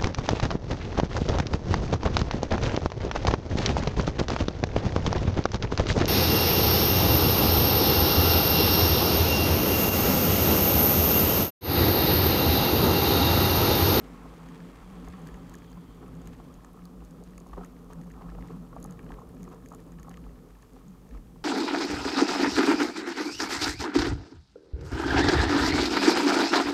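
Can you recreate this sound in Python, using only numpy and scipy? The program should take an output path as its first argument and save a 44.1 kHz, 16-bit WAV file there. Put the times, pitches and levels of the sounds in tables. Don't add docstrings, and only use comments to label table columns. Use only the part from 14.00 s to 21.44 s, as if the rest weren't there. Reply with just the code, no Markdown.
import sys
import numpy as np
from scipy import signal
from scipy.fft import rfft, irfft, next_fast_len
from scipy.io import wavfile
from scipy.ndimage import map_coordinates

SR = 44100
rng = np.random.default_rng(int(sys.argv[2]) if len(sys.argv) > 2 else 0)


def generate_wav(sig):
    pcm = np.round(np.clip(np.atleast_2d(sig).T, -1, 1) * 32767).astype(np.int16)
    wavfile.write(sys.argv[1], SR, pcm)


N = 328104

# start in seconds, then levels in dB
ROAD_LEVELS = [(0.0, -49, -58, -59, -51), (0.41, -51.5, -56.5, -59, -52.5), (0.85, -52.5, -59, -60, -53.5),
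               (1.28, -49, -57.5, -57, -48), (1.82, -51.5, -61, -57, -53.5),
               (2.4, -50.5, -60.5, -55.5, -51), (2.69, -55.5, -60.5, -61, -55),
               (2.92, -53.5, -63, -62.5, -50), (3.21, -53, -65, -62, -50.5), (4.06, -51.5, -61, -61, -53),
               (4.39, -49.5, -57.5, -51, -49), (4.66, -50.5, -60.5, -58, -51.5),
               (5.06, -49, -58.5, -50, -52), (5.18, -48, -63, -55.5, -54.5), (6.18, -53.5, -64, -56, -50.5),
               (6.59, -56, -66, -62, -63), (7.15, -52, -65.5, -58, -56), (7.44, -56, -68.5, -55, -53.5)]

# centre in Hz, bandwidth in Hz, relative gain in dB.
FORK_MODES = [(48.7, 18, 0)]
CLAMP_MODES = [(174, 18, 0)]
BAR_MODES = [(255.4, 30.8, 2.5), (355.3, 23.3, -4.5), (428.7, 71, -5.5), (528, 340, -19)]
SHELL_MODES = [(770, 186, 1), (1100, 154, 3), (1290, 151, 0.5), (1890, 130, -17.5)]

# frequency in Hz, relative density in dB per Hz.
TYRE_SPECTRUM = [(15, -10), (26, -5.5), (34, 3), (60, -21), (80, -11.5), (100, 4), (128, 11.5), (150, 6),
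                 (205, -3.5), (240, -30), (400, -90)]

# centre in seconds, level in dB.
FORK_SWELLS = [(.25, -58), (.47, -54), (.78, -60), (1.08, -43), (1.36, -45.5), (2.1, -55), (2.29, -42),
               (3.05, -51), (3.38, -55), (3.56, -42.5), (3.95, -50), (4.19, -47.5), (4.31, -45),
               (4.41, -42.5), (4.77, -48.5), (5.13, -44), (5.65, -47.5), (5.99, -48), (6.29, -45),
               (7.17, -41)]
CLAMP_SWELLS = [(.43, -47), (.53, -46), (.63, -42.5), (.92, -42), (.99, -47), (1.14, -44.5), (1.25, -42),
                (1.43, -45.5), (1.79, -43), (2.17, -42.5), (2.29, -45), (2.85, -49.5), (3.6, -44),
                (4.0, -40), (4.08, -45), (4.27, -41), (4.43, -51), (4.55, -38.5), (4.61, -38),
                (4.89, -38.5), (5.05, -45), (5.28, -51), (5.42, -41.5), (5.99, -45), (6.11, -50),
                (6.9, -42.5)]

# start in seconds, peak of the upper modes in dB,
# rms of the lowest mode in dB, rms of the bar's thud in dB.
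SHELL_KNOCKS = [(0.2534, -50, -45, -45), (0.4589, -49, -52, -50), (0.5628, -49, -58, -44),
                (0.8919, -60, -63, -72), (1.0762, -44, -44, -43), (1.1373, -42, -58, -51),
                (1.5524, -47, -58, -50), (1.7724, -45.5, -51, -60), (2.0807, -48.5, -57, -62),
                (2.3998, -43, -52, -58), (2.6454, -46, -58, -50), (2.8549, -51, -63, -58),
                (3.02, -48.5, -55, -45), (3.2027, -61, -52, -38.5), (3.2224, -56, -50, -44),
                (3.378, -48, -56, -63), (3.463, -45, -48, -56), (3.5313, -39, -48, -58),
                (3.5679, -47, -47, -38), (3.5759, -54, -36, -29.5), (3.5888, -44, -43, -49),
                (3.6096, -38.5, -42.5, -41), (3.901, -44, -51, -58), (4.1754, -51, -50, -60),
                (4.2098, -43.5, -45, -50), (4.2403, -48, -52, -52), (4.2834, -46, -56, -55),
                (4.3173, -43.5, -57, -50), (4.3474, -48, -48, -40), (4.3833, -41, -40, -53),
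                (4.5021, -50, -46.5, -36), (4.7276, -40.5, -43, -54), (4.7639, -33.5, -39, -55),
                (4.8482, -39, -39.5, -41), (4.989, -49, -58, -44), (5.1037, -41, -47, -52),
                (5.1842, -43, -48, -45), (5.216, -41, -49, -57), (5.475, -40.5, -53, -42),
                (5.5119, -49, -60, -49), (5.5333, -47, -54, -38.5), (5.7152, -41, -42.5, -49),
                (6.0456, -47.5, -59, -54), (6.0671, -48, -52.5, -52), (6.0807, -42.5, -42.5, -50),
                (6.1742, -46, -65, -62), (6.2627, -48, -52, -46), (6.6298, -53, -66, -51),
                (7.1462, -46, -58, -63), (7.3585, -50, -55, -66)]

# start in seconds, clack peak in dB, crack rms in dB.
HINGE_CLACKS = [(0.4868, -47, -60), (0.5555, -48, -60), (0.603, -48, -57), (0.6878, -52, -67),
                (0.8997, -50, -67), (1.074, -47, -66), (1.1353, -47, -59), (1.2687, -45, -63),
                (1.2864, -46, -63), (1.342, -45, -65), (1.5426, -41.5, -60), (1.618, -47, -69),
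                (1.6447, -55, -58), (1.7284, -52, -56), (2.2717, -47, -67), (2.3311, -50, -71),
                (2.605, -54, -72), (2.6447, -48, -62), (3.3774, -49, -66), (3.5328, -50, -69),
                (3.6476, -48, -66), (3.9315, -47, -69), (4.013, -50.5, -59), (4.1022, -49, -74),
                (4.1105, -50, -70), (4.2198, -51, -69), (4.291, -48, -68), (4.3001, -51, -58),
                (4.349, -52, -76), (4.4233, -45, -69), (4.4844, -52, -64), (4.783, -53, -68),
                (4.9227, -56, -60), (4.9917, -43, -65), (5.0634, -50.5, -66), (5.0903, -51, -62),
                (5.1183, -39, -56), (5.1403, -47, -61), (5.4311, -55, -61), (5.4755, -56, -62),
                (5.5174, -54, -71), (5.6381, -65, -66), (5.658, -46, -70), (5.9254, -55, -72),
                (5.985, -51.5, -65), (6.0287, -49, -69), (6.1115, -49, -67), (6.1403, -45, -63),
                (6.1707, -46.5, -56), (6.2482, -60, -73), (6.356, -60, -73), (6.6266, -52, -71),
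                (7.1092, -53, -61), (7.1387, -56, -69), (7.1736, -51.5, -63)]

# centre in Hz, bandwidth in Hz, relative gain in dB.
HINGE_MODES = [(1708, 224, 2.5), (2560, 1430, -2.5), (3040, 730, -1)]
HINGE_CRACK_MODES = [(4480, 2300, 0)]

# start in seconds, cavity peak in dB, treble rms in dB.
PORT_TICKS = [(0.4873, -53, -71), (0.9004, -56, -67), (1.049, -52, -65), (1.0848, -47.5, -58),
              (1.1697, -59, -74), (1.1932, -62, -73), (1.2181, -54, -71), (1.2722, -39, -56),
              (1.2868, -53, -68), (1.3418, -50, -70), (1.3584, -57, -74), (1.4958, -46, -57),
              (1.5174, -60, -65), (1.5399, -44, -56), (1.5527, -42, -56), (1.586, -49, -66),
              (1.6297, -56, -74), (1.701, -55, -71), (1.717, -49.5, -65), (2.152, -52, -73),
              (2.168, -58, -73), (2.2169, -54, -68), (2.2563, -54, -70), (2.2734, -42, -53),
              (2.541, -49, -63), (2.6474, -45, -67), (2.7323, -62.5, -60), (2.8541, -42.5, -54),
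              (3.049, -49, -68), (3.1093, -49, -67), (3.2377, -49, -64), (3.3793, -44, -54),
              (3.4016, -47, -65), (3.4695, -54, -64), (3.4885, -55, -72), (3.6462, -45, -59),
              (3.6604, -55, -60), (3.845, -54, -72), (3.933, -47.5, -56), (4.0143, -51, -71),
              (4.0447, -58, -77), (4.0996, -55, -66), (4.117, -51.5, -71), (4.4747, -51.5, -74),
              (4.8015, -58, -58), (4.8275, -40.5, -52), (4.8422, -39, -45.5), (4.86, -46, -58),
              (4.9086, -45, -56), (4.9234, -49, -66), (4.9916, -55, -71), (5.0449, -54, -73),
              (5.1193, -58, -70), (5.2906, -65, -59), (5.4306, -44.5, -57), (5.4409, -48, -64),
              (5.4894, -52.5, -70), (5.5458, -53, -66), (5.66, -48, -64), (5.687, -48, -60),
              (5.7039, -54, -65), (5.724, -50, -63), (5.748, -44, -54), (5.9199, -51, -68),
              (5.9976, -49.5, -70), (6.031, -44.5, -58), (6.094, -43.5, -56), (6.1393, -55, -71),
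              (6.1717, -51, -68), (6.6233, -49, -67), (6.7334, -55, -68), (6.8817, -50, -73),
              (7.0903, -57, -71)]

# centre in Hz, bandwidth in Hz, relative gain in dB.
PORT_MODES = [(4570, 890, -16.5), (6520, 380, -1), (7160, 1730, -10)]
TICK_TREBLE_MODES = [(9600, 900, -3), (10700, 1200, 0), (12400, 1500, -5), (14200, 1500, -5)]

# start in seconds, length in seconds,
# low-band level in dB, high-band level in dB, both at the middle of the stroke.
MOUNT_SCRAPES = [(1.265, 0.024, -62, -60), (1.341, 0.019, -72, -71), (2.254, 0.043, -59, -66),
                 (2.322, 0.026, -58, -62), (3.528, 0.022, -49, -66), (3.56, 0.086, -50, -73),
                 (3.899, 0.033, -46, -59.5), (4.09, 0.018, -75, -75), (4.21, 0.018, -50.5, -82),
                 (4.402, 0.017, -62, -69), (4.5, 0.036, -57.5, -67), (5.097, 0.056, -55.5, -75),
                 (5.507, 0.045, -54.5, -67), (5.732, 0.0095, -55, -79), (5.744, .012, -54, -70),
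                 (5.917, 0.013, -65, -74), (5.987, 0.022, -52, -64), (6.105, 0.013, -53, -66),
                 (7.124, 0.046, -67, -69)]

# frequency in Hz, relative density in dB per Hz.
GRIT_SPECTRUM = [(1200, -38), (2000, -1), (4000, -8.5), (7000, -11), (10000, -22), (15000, -21)]

# time in seconds, tyre roar in dB, tread whine in dB.
CAR_LEVELS = [(0, -62, -89), (.4, -64.5, -73), (.8, -65.5, -75), (1.2, -64.5, -72), (1.7, -70, -73),
              (2.3, -66.5, -75), (3, -90, -89), (4, -92, -90), (7.44, -80, -88)]

# frequency in Hz, relative density in dB per Hz.
ROAR_SPECTRUM = [(200, -9), (500, 9.5), (1000, -2), (1500, 6), (2200, 5.5), (3500, -8.5), (5000, -22.5),
                 (7000, -10.5), (9000, -15.5), (12000, -27), (15000, -78)]

# centre in Hz, bandwidth in Hz, relative gain in dB.
WHINE_BANDS = [(3230, 320, 0), (4690, 250, -8)]

# time in seconds, level in dB.
CRUNCH_LEVELS = [(0, -63.5), (1, -65.5), (2, -76), (2.6, -71.5), (3, -75), (3.6, -68.5), (4, -81),
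                 (4.5, -70), (5, -81), (5.5, -77.5), (6, -78), (6.6, -73), (7.1, -74), (7.44, -77)]

# frequency in Hz, relative density in dB per Hz.
SNOW_SPECTRUM = [(700, -10.5), (1500, 0.5), (2500, -2.5), (5000, -9), (9000, -14.5), (15000, -39)]
HISS_SPECTRUM = [(500, -2), (2000, 1), (6500, 4), (10000, 1.5), (13000, 3), (16400, 0.5)]

# start in seconds, end in seconds, mean pitch in Hz, mean level in dB.
WHISTLE_TONE = (1.635, 1.775, 14700, -78)

# frequency in Hz, gain in dB.
TOP_ROLL_OFF = [(14700, 0), (15750, -7), (15850, -19), (16450, -28)]
TOP_HZ = 16450


def fork_hum():
    road_db = curves(ROAD_LEVELS)[0]
    mean_db = road_db.mean()
    follow = 0.13
    steady_db = mean_db - 1.5 + follow * (road_db - mean_db) + 2.5 * wobble(22)
    level = np.hypot(amp(steady_db), swells(FORK_SWELLS, half_s=0.04))
    return level * hum(FORK_MODES, steadiness=0.56)


def clamp_hum():
    hum_db = curves(ROAD_LEVELS)[3]
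    level = np.hypot(amp(hum_db + 1.8 * wobble(30)), swells(CLAMP_SWELLS, half_s=0.025))
    return level * hum(CLAMP_MODES, steadiness=0.62)


def tyre_thrum():
    thrum_db = curves(ROAD_LEVELS)[2]
    return amp(thrum_db) * coloured(rng.standard_normal(N), TYRE_SPECTRUM)


def bar_and_shell():
    bar_db, shell_db = curves(ROAD_LEVELS)[:2]
    unevenness = wobble(35)
    bar_swing = amp(0.41 * unevenness + 1.54 * wobble(12))
    shell_chatter = amp(1.65 * unevenness + 1.56 * wobble(110))
    bar = amp(bar_db) * unit(bar_swing * resonant(BAR_MODES))
    shell = amp(shell_db) * unit(shell_chatter * resonant(SHELL_MODES))
    return bar + shell


def knocks():
    when, db, tint_db = scattered(SHELL_KNOCKS, count=40, weakest_db=-58, spread_db=7.5)
    small = np.transpose([when, db, db - 3 + tint_db, db + 5 - tint_db])
    s, upper_db, lowest_db, thud_db = np.vstack([SHELL_KNOCKS, small]).T
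    upper = contacts(s, upper_db, SHELL_MODES[1:3], rise=0.001, fall=0.0021, blunt_hz=1200)
    lowest = contacts(s, lowest_db, SHELL_MODES[:1], rise=0.00057, fall=0.0052, blunt_hz=1260,
                      rms_s=0.0017)
    thud = contacts(s, thud_db, BAR_MODES[2:3], rise=0.0035, fall=0.0079, blunt_hz=644, rms_s=0.0014)
    return upper + lowest + thud


def clacks():
    when, db, tint_db = scattered(HINGE_CLACKS, count=80, weakest_db=-62, spread_db=8)
    small = np.transpose([when, db, db - 15 + tint_db])
    s, clack_db, crack_db = np.vstack([HINGE_CLACKS, small]).T
    clack = contacts(s, clack_db, HINGE_MODES, rise=0.0011, fall=0.0016, blunt_hz=2780)
    crack = contacts(s, crack_db, HINGE_CRACK_MODES, rise=0.0004, fall=0.0016, blunt_hz=8000,
                     rms_s=0.00086)
    return clack + crack


def ticks():
    when, db, tint_db = scattered(PORT_TICKS, count=160, weakest_db=-65, spread_db=6)
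    small = np.transpose([when, db, db - 9 + tint_db])
    s, cavity_db, treble_db = np.vstack([PORT_TICKS, small]).T
    cavity = contacts(s, cavity_db, PORT_MODES, rise=0.00029, fall=0.00037, blunt_hz=30000)
    treble = contacts(s, treble_db, TICK_TREBLE_MODES, rise=0.00017, fall=0.00048, blunt_hz=30200,
                      rms_s=0.0013)
    return cavity + treble


def scrapes():
    low, high = np.zeros(N), np.zeros(N)
    for s, length, low_db, high_db in MOUNT_SCRAPES:
        stroke = np.sin(np.linspace(0, np.pi, round(length * SR))) ** 0.5
        add(low, s, amp(low_db) * stroke)
        add(high, s, amp(high_db) * stroke)
    catches = unit(amp(4 * wobble(160)))
    shaken = low * resonant(BAR_MODES[2:] + SHELL_MODES)
    grit = high * coloured(rng.standard_normal(N), GRIT_SPECTRUM)
    return catches * (shaken + grit)


def car():
    roar_db, whine_db = curves(CAR_LEVELS)
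    roar_level = amp(roar_db + 0.6 * wobble(6) + 0.7 * wobble(30))
    roar = roar_level * coloured(rng.standard_normal(N), ROAR_SPECTRUM)
    whine = amp(whine_db + 2.5 * wobble(25)) * resonant(WHINE_BANDS)
    return roar + whine


def crunch():
    level_db, = curves(CRUNCH_LEVELS)
    breaks = rng.random(N) < 900 / SR * amp(6 * wobble(30))
    size_db = np.minimum(4 * rng.exponential(size=N), 12)
    spikes = breaks * amp(size_db) * rng.standard_normal(N)
    rush = 0.7 * rng.standard_normal(N)
    return amp(level_db) * coloured(unit(spikes) + rush, SNOW_SPECTRUM)


def whistle():
    start, end, hz, db = WHISTLE_TONE
    t = np.arange(N) / SR
    gate = np.clip(np.minimum(t - start, end - t) / 0.01, 0, 1)
    phase = 2 * np.pi * np.cumsum(hz + 60 * wobble(80)) / SR
    return gate * amp(db + 2.5 * wobble(60)) * np.sin(phase)


def hiss():
    return amp(-70.5) * coloured(rng.standard_normal(N), HISS_SPECTRUM)


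def body(peaks):
    def response(f):
        total = 0
        for k, (centre, width, db) in enumerate(peaks):
            damping = 1j * f * width
            total = total + (-1) ** k * amp(db) * damping / (centre * centre - f * f + damping)
        return total
    return response


def resonant(peaks):
    return unit(filtered(rng.standard_normal(N), body(peaks)))


def hum(peaks, steadiness):
    once = filtered(rng.standard_normal(N), body(peaks))
    x = filtered(once, body(peaks))
    swell = np.abs(signal.hilbert(x, next_fast_len(N))[:N])
    return unit(x / (swell / swell.mean() + 0.1) ** steadiness)


def contacts(times, levels_db, peaks, rise, fall, blunt_hz, rms_s=None):
    out, m = np.zeros(N), 4096
    t, hz = np.arange(m) / SR, np.fft.rfftfreq(m, 1 / SR)
    envelope = (1 - np.exp(-t / rise)) * np.exp(-t / fall)
    bursts = rng.standard_normal((len(times), m)) * envelope
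    softness = 1 / (1 + 1j * hz / blunt_hz) ** 3
    rings = irfft(rfft(bursts) * softness * body(peaks)(hz), m)
    if rms_s:
        sizes = np.sqrt(np.sum(rings ** 2, axis=1) / (rms_s * SR))
    else:
        sizes = np.abs(rings).max(axis=1)
    for s, db, wave, size in zip(times, levels_db, rings, sizes):
        add(out, s, amp(db) * wave / size)
    return out


def scattered(near, count, weakest_db, spread_db):
    pick, offset, size, tint = rng.random((count, 4)).T
    centre = np.array(near)[(pick * len(near)).astype(int), 0]
    when = centre + 0.12 * np.tan(2.6 * (offset - 0.5))
    return when % (N / SR), weakest_db + spread_db * size, 8 * (tint - 0.5)


def swells(rows, half_s):
    t = np.arange(0, N + 64, 64) / SR
    s, db = np.transpose(rows)[:, :, None]
    power = np.sum(amp(db) ** 2 * np.exp(-((t - s) / half_s) ** 2), axis=0)
    return np.interp(np.arange(N) / SR, t, np.sqrt(power))


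def coloured(x, spectrum):
    hz, db = np.transpose(spectrum)
    return unit(filtered(x, lambda f: amp(np.interp(np.log(f + 1), np.log(hz), db))))


def filtered(x, response):
    m = next_fast_len(N + SR // 2)
    return irfft(rfft(x, m) * response(np.fft.rfftfreq(m, 1 / SR)), m)[..., :N]


def wobble(rate):
    knots = rng.standard_normal(int(N * rate / SR) + 4)
    return map_coordinates(knots, [np.arange(N) * rate / SR])


def curves(rows):
    s, *cols = np.transpose(rows)
    return [np.interp(np.arange(N) / SR, s, c) for c in cols]


def add(track, s, wave):
    part = track[round(s * SR):][:len(wave)]
    part += wave[:len(part)]


def amp(db):
    return 10 ** (np.asarray(db) / 20)


def unit(x):
    return x / np.sqrt(np.mean(x ** 2) + 1e-20)


def scene():
    frame = fork_hum() + clamp_hum() + tyre_thrum() + bar_and_shell()
    mount = knocks() + clacks() + ticks() + scrapes()
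    surroundings = car() + crunch() + whistle()
    return (frame + mount + surroundings)[None]


def record(dry):
    edge_hz, edge_db = np.transpose(TOP_ROLL_OFF)
    return filtered(dry + hiss(), lambda hz: amp(np.interp(hz, edge_hz, edge_db)) * (hz < TOP_HZ))


dry = scene()
out = record(dry)
generate_wav(out)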